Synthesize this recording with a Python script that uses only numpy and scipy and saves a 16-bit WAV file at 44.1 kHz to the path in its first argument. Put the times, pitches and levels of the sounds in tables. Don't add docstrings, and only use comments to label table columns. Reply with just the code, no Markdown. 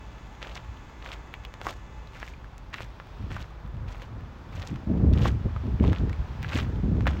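import sys
import numpy as np
from scipy import signal
from scipy.fft import rfft, irfft, next_fast_len
from scipy.io import wavfile
from scipy.ndimage import uniform_filter1d, map_coordinates

SR = 44100
rng = np.random.default_rng(int(sys.argv[2]) if len(sys.argv) > 2 else 0)


def pcm_store(signal):
    levels = np.round(np.clip(np.atleast_2d(signal), -1, 1) * 32767)
    wavfile.write(sys.argv[1], SR, levels.astype(np.int16).T)


N = 317520
TOP_HZ = 15900

# (touch time [s], rise to full weight [s], roll from there to lift [s], crunch level [dB],
# swell from touch [dB], toe push [dB], sand re crunch [dB], thud re crunch [dB])
FOOTFALLS = [(0.416, 0.021, 0.14, -46, 7, 8.5, -11.5, -0.5), (1.02, .048, .072, -42.5, 18, 7.5, -11.5, -4),
             (1.602, 0.074, .033, -41.5, 19, 6.5, -5, 2), (2.14, 0.096, 0.058, -46.5, 5.5, 3, -8.5, -9),
             (2.73, .012, 0.09, -42, 7.5, 2.5, -9.5, -9), (3.306, 0.035, 0.078, -45, 2, 8.5, -10, -11),
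             (3.879, 0.052, 0.11, -51, 0, 8, -7, 0), (4.52, 0.099, 0.078, -46, 6.5, -2.5, -8.5, -0.5),
             (5.132, .125, .028, -37.5, 13.5, 3.5, -9.5, 2), (5.826, 0.011, 0.15, -44, -1, 3, -14.5, -1),
             (6.42, 0.14, 0.049, -33, 21.5, 3, -12, -6.5), (7.066, 0.0094, .012, -34, 7, 3.5, -17, 2.5),
             (7.088, .012, 0.12, -50, 2, 0, -14.5, -3)]


def amp(db):
    return 10 ** (np.asarray(db) / 20)


def unit(x):
    return x / np.sqrt(np.mean(x ** 2) + 1e-20)


def curves(rows):
    times, *columns = np.transpose(rows)
    return [np.interp(np.arange(N) / SR, times, column) for column in columns]


def wobble(rate):
    knots = rng.standard_normal(int(N * rate / SR) + 4)
    return map_coordinates(knots, [np.arange(N) * rate / SR])


def coloured(x, spectrum):
    size = 2 * next_fast_len(N // 2 + SR // 4)
    hz, db = np.transpose(spectrum)
    gain_db = np.interp(np.log(np.fft.rfftfreq(size, 1 / SR) + 1), np.log(hz + 1), db)
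    cepstrum = irfft(np.log(amp(gain_db) + 1e-6))
    cepstrum[1:size // 2] *= 2
    cepstrum[size // 2 + 1:] = 0
    return irfft(rfft(x, size) * np.exp(rfft(cepstrum)), size)[:N]


def band(x, edge_hz, kind, order):
    return signal.sosfilt(signal.butter(order, edge_hz, kind, fs=SR, output="sos"), x)


def rush(spectrum):
    return unit(coloured(rng.standard_normal(N), spectrum))


def steady(x, seconds):
    size = int(seconds * SR)
    power = uniform_filter1d(uniform_filter1d(x ** 2, size), size)
    return x / np.sqrt(np.abs(power) + 1e-12)


def tones(partials, waver_db, drift_rad, drift_rate):
    t = np.arange(N) / SR
    out = np.zeros(N)
    for hz, db in partials:
        gain = amp(db + waver_db * wobble(3.05))
        out += gain * np.sin(2 * np.pi * hz * t + drift_rad * wobble(drift_rate))
    return out


def traffic(roar_gain_db=5, hiss_gain_db=1.5):
    # (time [s], roar level [dB], hiss level [dB])
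    swells = [(0.0, -54, -62.5), (1.46, -54, -64.5), (2.55, -56, -66), (3.23, -54, -61.5),
              (3.71, -54.5, -66.5), (4.69, -53, -63.5), (6.42, -50, -61), (7.02, -53, -62),
              (7.2, -49.5, -59)]
    # (frequency [Hz], relative density [dB])
    roar_spectrum = [(71, -6), (120, 0.5), (206, -19.5), (232, -18.5), (292, -13.5), (588, -12.5),
                     (655, -14.5), (881, -11), (1270, -15), (1750, -19), (3000, -18.5), (3900, -74),
                     (6600, -120)]
    hiss_spectrum = [(1500, -15.5), (2400, 3), (2850, 0.5), (3100, 0), (3480, 0.5), (3750, -2.5),
                     (4400, -5), (5000, -6.5), (6000, -10.5), (6800, -16), (7500, -18.5), (9800, -30.5),
                     (12000, -27), (16000, -20)]
    roar_db, hiss_db = curves(swells)
    roar = unit(band(rush(roar_spectrum), 1944, "low", order=6))
    roar *= amp(roar_db + roar_gain_db + 0.33 * wobble(8.6))
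    hiss = rush(hiss_spectrum) * amp(hiss_db + hiss_gain_db + 0.65 * wobble(3.0))
    return roar + hiss


def idling_engine(rumble_db=-48):
    # (frequency [Hz], relative density [dB])
    rumble_spectrum = [(15, -46), (32, -22), (42, 7), (56, 10.5), (66, 3.5), (110, -6.5), (200, -34),
                       (500, -57)]
    # (frequency [Hz], level [dB])
    throbs = [(43, -47.5), (56, -47)]
    rumble = amp(rumble_db) * steady(rush(rumble_spectrum), 0.3)
    return rumble + tones(throbs, waver_db=3.0, drift_rad=1.8, drift_rate=2.5)


def machine_whine(hiss_db=-77):
    # (frequency [Hz], level before the shadow gain [dB])
    partials = [(866.7, -67.5), (1157, -70.5), (1733, -68), (2019, -70.5), (2164, -72), (2336, -76),
                (2600, -73), (2891, -78), (3467, -75)]
    # (frequency [Hz], relative density [dB])
    hiss_spectrum = [(4500, -33.5), (6000, -7), (6800, -4.5), (7600, -12.5), (9500, -37)]
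    # (time [s], gain [dB])
    shadow = [(0, 5), (2, 5), (2.8, -8), (7.2, 0.5)]
    whine = tones(partials, waver_db=2, drift_rad=0.85, drift_rate=18)
    hiss = amp(hiss_db) * rush(hiss_spectrum)
    return amp(curves(shadow)[0]) * (whine + hiss)


def gusting(attack_s=0.018, release_s=0.013, sag_db=4):
    # (time [s], buffet level [dB], flutter level [dB])
    breeze = [(0, -54, -53.5), (2.9, -51.5, -56), (3.6, -46, -57.5), (4.8, -43.5, -47), (5.3, -31, -36.5),
              (5.55, -32, -48.5), (6.4, -36, -48), (7.2, -31, -35)]
    # (start [s], length [s], buffet level [dB], flutter re buffet [dB], edge re flutter [dB])
    gusts = [(0.684, 0.037, -37.5, -30, 0), (2.805, 0.038, -41, -18, 2), (3.207, 0.062, -34.5, -6, -8),
             (3.305, .11, -36, -12.5, 7), (3.652, 0.026, -35.5, -23, 5), (3.746, 0.14, -35, -16.5, -4),
             (4.105, 0.13, -39, -8.5, 1), (4.558, 0.046, -33, -27, -6), (4.714, 0.041, -32, -0.5, -14),
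             (4.882, 0.14, -27, 1, 0), (5.036, .105, -17, -8, 1), (5.163, 0.122, -22, -6.5, -0.5),
             (5.315, .045, -24.5, -18, -8), (5.458, 0.018, -23.5, -5, -5), (5.561, 0.028, -30, -34, -1),
             (5.649, .05, -31.5, -0.5, -1.5), (5.715, .035, -23.5, -14, -10), (5.807, 0.11, -20, -4, 2),
             (5.998, 0.053, -23.5, -5, -2), (6.075, 0.034, -27, -8.5, -3), (6.198, 0.012, -25, -20, 3),
             (6.394, 0.11, -35, -20, -5), (6.557, 0.021, -25, -3, -10), (6.611, 0.19, -29, -8, -4.5),
             (6.841, 0.16, -25.5, -1, -6.5), (6.995, 0.13, -24.5, -10.5, -4)]
    power = amp(curves(breeze))[[0, 1, 1]] ** 2
    for start_s, length_s, db, flutter_db, edge_db in gusts:
        age = np.arange(N) / SR - start_s
        rise = np.clip(1 + age / attack_s, 0, 1)
        fall = np.exp(-np.clip(age - length_s, 0, 1) / release_s)
        buffet = amp(db) * rise * fall
        front_db = sag_db * (0.5 - np.clip(age / length_s, 0, 1))
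        flutter = buffet * amp(flutter_db + front_db)
        power += np.array([buffet, flutter, amp(edge_db) * flutter]) ** 2
    return np.sqrt(power)


def wind(port_hz=36, edge_hz=335):
    # (frequency [Hz], relative density [dB])
    buffet_spectrum = [(15, -44), (30, -13.5), (42, -2.5), (65, 4), (115, -1), (170, -14), (260, -27),
                       (600, -94.5)]
    flutter_spectrum = [(90, -16.5), (170, 1.5), (230, -2.5), (340, -9), (480, -16.5), (750, -29),
                        (1500, -53), (4000, -82)]
    buffet_gain, flutter_gain, edge_gain = gusting()
    eddies_db = 2.2 * wobble(45)
    buffet = steady(rush(buffet_spectrum) * amp(eddies_db), 0.032)
    flutter = steady(rush(flutter_spectrum) * amp(eddies_db + 4.2 * wobble(140)), 0.034)
    low = band(band(flutter, edge_hz, "low", order=2), edge_hz, "low", order=2)
    edge = band(band(flutter, edge_hz, "high", order=2), edge_hz, "high", order=2)
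    pressure = buffet_gain * buffet + flutter_gain * low + edge_gain * edge
    return band(pressure, port_hz, "high", order=3)


def weight_db(age, press_s, roll_s, swell_db, push_db, ease_db=7):
    lift_s = press_s + roll_s
    toe = np.exp(-((age - lift_s + 0.0079) / 0.013) ** 2)
    return np.interp(age, [0, press_s, lift_s], [-swell_db, 0, -ease_db]) + push_db * toe


def snap(pitch_hz, cycles, phase, size=1024):
    periods = pitch_hz * np.arange(size) / SR
    envelope = (1 - np.exp(-periods / 0.29)) * np.exp(-periods / cycles)
    wave = envelope * np.sin(2 * np.pi * periods + phase)
    return wave / np.sqrt(np.sum(wave ** 2, axis=-1, keepdims=True) + 1e-20)


def grit(per_second, pitch_hz, octaves, cycles, spread_db, slips_db):
    when, size, turn, pitch_a, pitch_b = rng.random((int(per_second * N / SR), 5)).T
    start = (when * N).astype(int)
    hz = np.minimum(pitch_hz * 2 ** (octaves * (pitch_a + pitch_b - 1)), TOP_HZ)
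    gain = amp(spread_db * np.minimum(-np.log(1 - size), 3.5) + slips_db[start])
    grains = gain[:, None] * snap(hz[:, None], cycles, 2 * np.pi * turn[:, None], size=160)
    places = start[:, None] + np.arange(grains.shape[1])
    return steady(np.bincount(places.ravel(), grains.ravel(), N)[:N], 0.14)


def treading(touch_s=0.0065, lift_db_per_s=333, settle_db_per_s=197.5, sand_rise_db=3):
    coarse, fine, thud = np.zeros((3, N))
    for start_s, press_s, roll_s, db, swell_db, push_db, sand_db, thud_db in FOOTFALLS:
        age = np.arange(N) / SR - start_s
        lifted_s = np.maximum(age - press_s - roll_s, 0)
        contact = np.clip(1 + age / touch_s, 0, 1)
        load = contact * amp(db + weight_db(age, press_s, roll_s, swell_db, push_db))
        pressed = load * amp(-lift_db_per_s * lifted_s)
        coarse += pressed
        thud += amp(thud_db) * pressed
        late_db = sand_rise_db * (np.clip(age / (press_s + roll_s), 0, 1) - 0.5)
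        fine += load * amp(sand_db + late_db - settle_db_per_s * lifted_s)
    return coarse, fine, thud


def crunch(scrape_threshold_db=-35, dust_db=-5):
    # (frequency [Hz], relative density [dB])
    sole_spectrum = [(100, -15), (250, -12), (520, 1.5), (850, -2), (1300, -3.5), (2200, -38.5),
                     (5000, -64)]
    coarse, fine, thud = treading()
    slips = wobble(150)
    pebbles = grit(per_second=480, pitch_hz=2090, octaves=1.15, cycles=0.88, spread_db=5.5,
                   slips_db=3.7 * slips)
    sand = grit(per_second=900, pitch_hz=5530, octaves=0.8, cycles=0.42, spread_db=3,
                slips_db=0.66 * slips + 4.2 * wobble(90))
    dust = grit(per_second=600, pitch_hz=13000, octaves=0.5, cycles=1.2, spread_db=1,
                slips_db=1.5 * wobble(100))
    scrape = grit(per_second=2500, pitch_hz=1920, octaves=1.37, cycles=0.76, spread_db=5.5,
                  slips_db=slips)
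    scrape_share = coarse / (coarse + amp(scrape_threshold_db))
    grinding = np.sqrt(1 - scrape_share) * pebbles + np.sqrt(scrape_share) * scrape
    rough_noise = rng.standard_normal(N) * amp(7.1 * wobble(200))
    ground = steady(coloured(rough_noise, sole_spectrum), 0.042)
    return coarse * grinding + fine * (sand + amp(dust_db) * dust) + thud * ground


def cracks(per_second=28, relative_db=-2.5, spread_db=1.5, pitch_hz=2380, cycles=1.1, tick_db=-22):
    rows = []
    for step, draws in zip(FOOTFALLS, rng.random((len(FOOTFALLS), 20, 3))):
        start_s, press_s, roll_s, db, swell_db, push_db, _, _ = step
        contact_s = press_s + roll_s
        for when, size, pitch in draws[:round(per_second * contact_s)]:
            age = when * contact_s
            load_db = db + weight_db(age, press_s, roll_s, swell_db, push_db)
            crack_db = load_db + relative_db + spread_db * (2 * size - 1)
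            rows.append((start_s + age, crack_db, pitch_hz * 2 ** (pitch - 0.5), cycles, tick_db))
    return rows


def stone(pitch_hz, cycles, knock_db, tick_db, chip_db, tick_gain_db=10.5, tick_t60=0.0043):
    phase = rng.uniform(0, 2 * np.pi, 3)
    body = snap(pitch_hz, 1.02 * cycles, phase[0])
    body += amp(-14.5) * snap(1.8 * pitch_hz, 1.2 * cycles, phase[1])
    knock = amp(knock_db) * snap(pitch_hz=800, cycles=0.34, phase=phase[2])
    t = np.arange(len(body)) / SR
    tick = band(rng.standard_normal(len(t)) * amp(-60 * t / tick_t60), 4700, "high", order=2)
    tick *= amp(tick_db + tick_gain_db) / np.linalg.norm(tick)
    lead = SR // 20
    hit = np.pad(body + knock + tick, lead)
    rebound = lead + int(0.0022 * rng.uniform(0.5, 1.5) * SR)
    hit[rebound:rebound + len(t)] += amp(-7) * body
    for when, size, pitch, turn in rng.uniform(-1, 1, (6, 4)):
        start = lead + int(when * 0.013 * SR)
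        chip = snap(pitch_hz * 2 ** (0.6 * pitch), cycles=0.8, phase=np.pi * turn)
        hit[start:start + len(t)] += amp(chip_db + 6.1 * size) * chip
    return hit


def stones(crushed_chip_db=-14, kicked_chip_db=-25):
    # (time [s], main mode's level over 6 ms [dB], pitch [Hz],
    # nominal decay [cycles], relative tick level before its gain [dB])
    loud_stones = [(0.4278, -36.5, 2490, .55, -31), (0.5546, -42.5, 4020, .45, -32),
                   (1.025, -43.5, 2020, 0.41, -29), (1.0615, -40, 1945, 0.56, -33),
                   (1.3399, -36, 2230, .7, -22.5), (1.4508, -38.5, 2880, 0.79, -16.5),
                   (1.54, -44, 1600, 0.18, -21.5), (1.615, -39.5, 1560, 0.17, -23),
                   (1.668, -29, 1120, 1.26, -20.5), (1.6852, -35, 1190, 1.4, -33),
                   (1.7082, -43, 2690, .35, -9.5), (2.073, -53, 3840, 1.8, -22),
                   (2.229, -34.5, 1760, 0.87, -35), (2.266, -52, 4900, 0.44, -10),
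                   (2.337, -49.5, 2380, 6.7, -33), (2.4441, -47, 1590, 1.8, -26),
                   (2.5807, -53.5, 1900, 0.39, -2.5), (2.7419, -31.5, 1980, 0.51, -45),
                   (2.8057, -38.5, 1470, .45, -23), (3.0, -42, 1460, 0.74, -29),
                   (3.071, -45, 1000, 0.74, -25.5), (3.3171, -41, 2170, 0.353, -30),
                   (3.3655, -35, 1420, 0.96, -28), (4.0244, -51, 3220, 0.99, -28),
                   (4.6736, -42, 5300, 0.29, -18), (4.7591, -44.5, 1850, 0.26, -27.5),
                   (5.136, -42, 2900, 0.27, -13), (5.2561, -28, 1077, 1.2, -28.5),
                   (5.2833, -37.5, 2300, 0.18, -15), (5.5632, -37.5, 1225, 1.9, -42),
                   (5.799, -42.5, 2265, 0.59, -40), (5.84, -40.5, 900, 0.62, -23),
                   (5.931, -33, 1460, 0.36, -24.5), (5.9615, -39, 2560, .45, -35),
                   (6.0963, -42.5, 1740, 1.4, -19), (6.13, -42.5, 2210, 1.9, -20.5),
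                   (6.4293, -41, 2275, .45, -11), (6.4462, -34, 1538, 1.6, -42),
                   (6.5424, -44.5, 2230, 1.35, -24.5), (7.008, -42.5, 1700, 0.34, -33),
                   (7.0688, -27.5, 1680, .45, -24), (7.0754, -36.5, 1877, 0.44, -20)]
    out = np.zeros(N + SR)
    level_scale = np.sqrt(0.006 * SR)
    for time_s, db, pitch_hz, cycles, tick_db in loud_stones + cracks():
        underfoot = any(0 < time_s - touch < press + roll for touch, press, roll, *_ in FOOTFALLS)
        chip_db = crushed_chip_db if underfoot else kicked_chip_db
        knock_db = -9 * np.log2(pitch_hz / 1520) - 5.5 * cycles
        hit = level_scale * amp(db) * stone(pitch_hz, cycles, knock_db, tick_db, chip_db)
        start = round(time_s * SR) - SR // 20
        out[start:start + len(hit)] += hit
    return out[:N]


def falling_grit(per_second=9, gain_db=-39, spread_db=3):
    out = np.zeros(N + SR)
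    for when, size, pitch, ring in rng.random((int(per_second * N / SR), 4)):
        click = stone(1100 * 2 ** (1.6 * pitch), 0.35 + ring, knock_db=-6, tick_db=-17, chip_db=-18)
        start = int(when * N)
        out[start:start + len(click)] += amp(gain_db + spread_db * (2 * size + 1)) * click
    return out[:N]


def yard(x, t60, wet_db):
    t = np.arange(SR // 4) / SR
    scatter = band(rng.standard_normal(len(t)), 3600, "low", order=1)
    tail = scatter * amp(-60 * t / t60) * (t > 0.003)
    return x + amp(wet_db) * signal.fftconvolve(x, tail / np.linalg.norm(tail))[:N]


def scene():
    # (frequency [Hz], gain [dB])
    treble_response = [(3500, -1.5), (4800, -4), (6800, -3.5), (8200, -10), (10000, -18.5), (12500, -13.5),
                       (16000, -10)]
    feet = coloured(crunch() + stones() + falling_grit(), treble_response)
    steps = yard(feet, t60=0.085, wet_db=-18)
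    return (steps + wind() + traffic() + idling_engine() + machine_whine())[None]


def record(dry):
    size = next_fast_len(N + SR // 2)
    passband = np.fft.rfftfreq(size, 1 / SR) < TOP_HZ
    return irfft(rfft(dry, size) * passband, size)[..., :N]


dry = scene()
out = record(dry)
pcm_store(out)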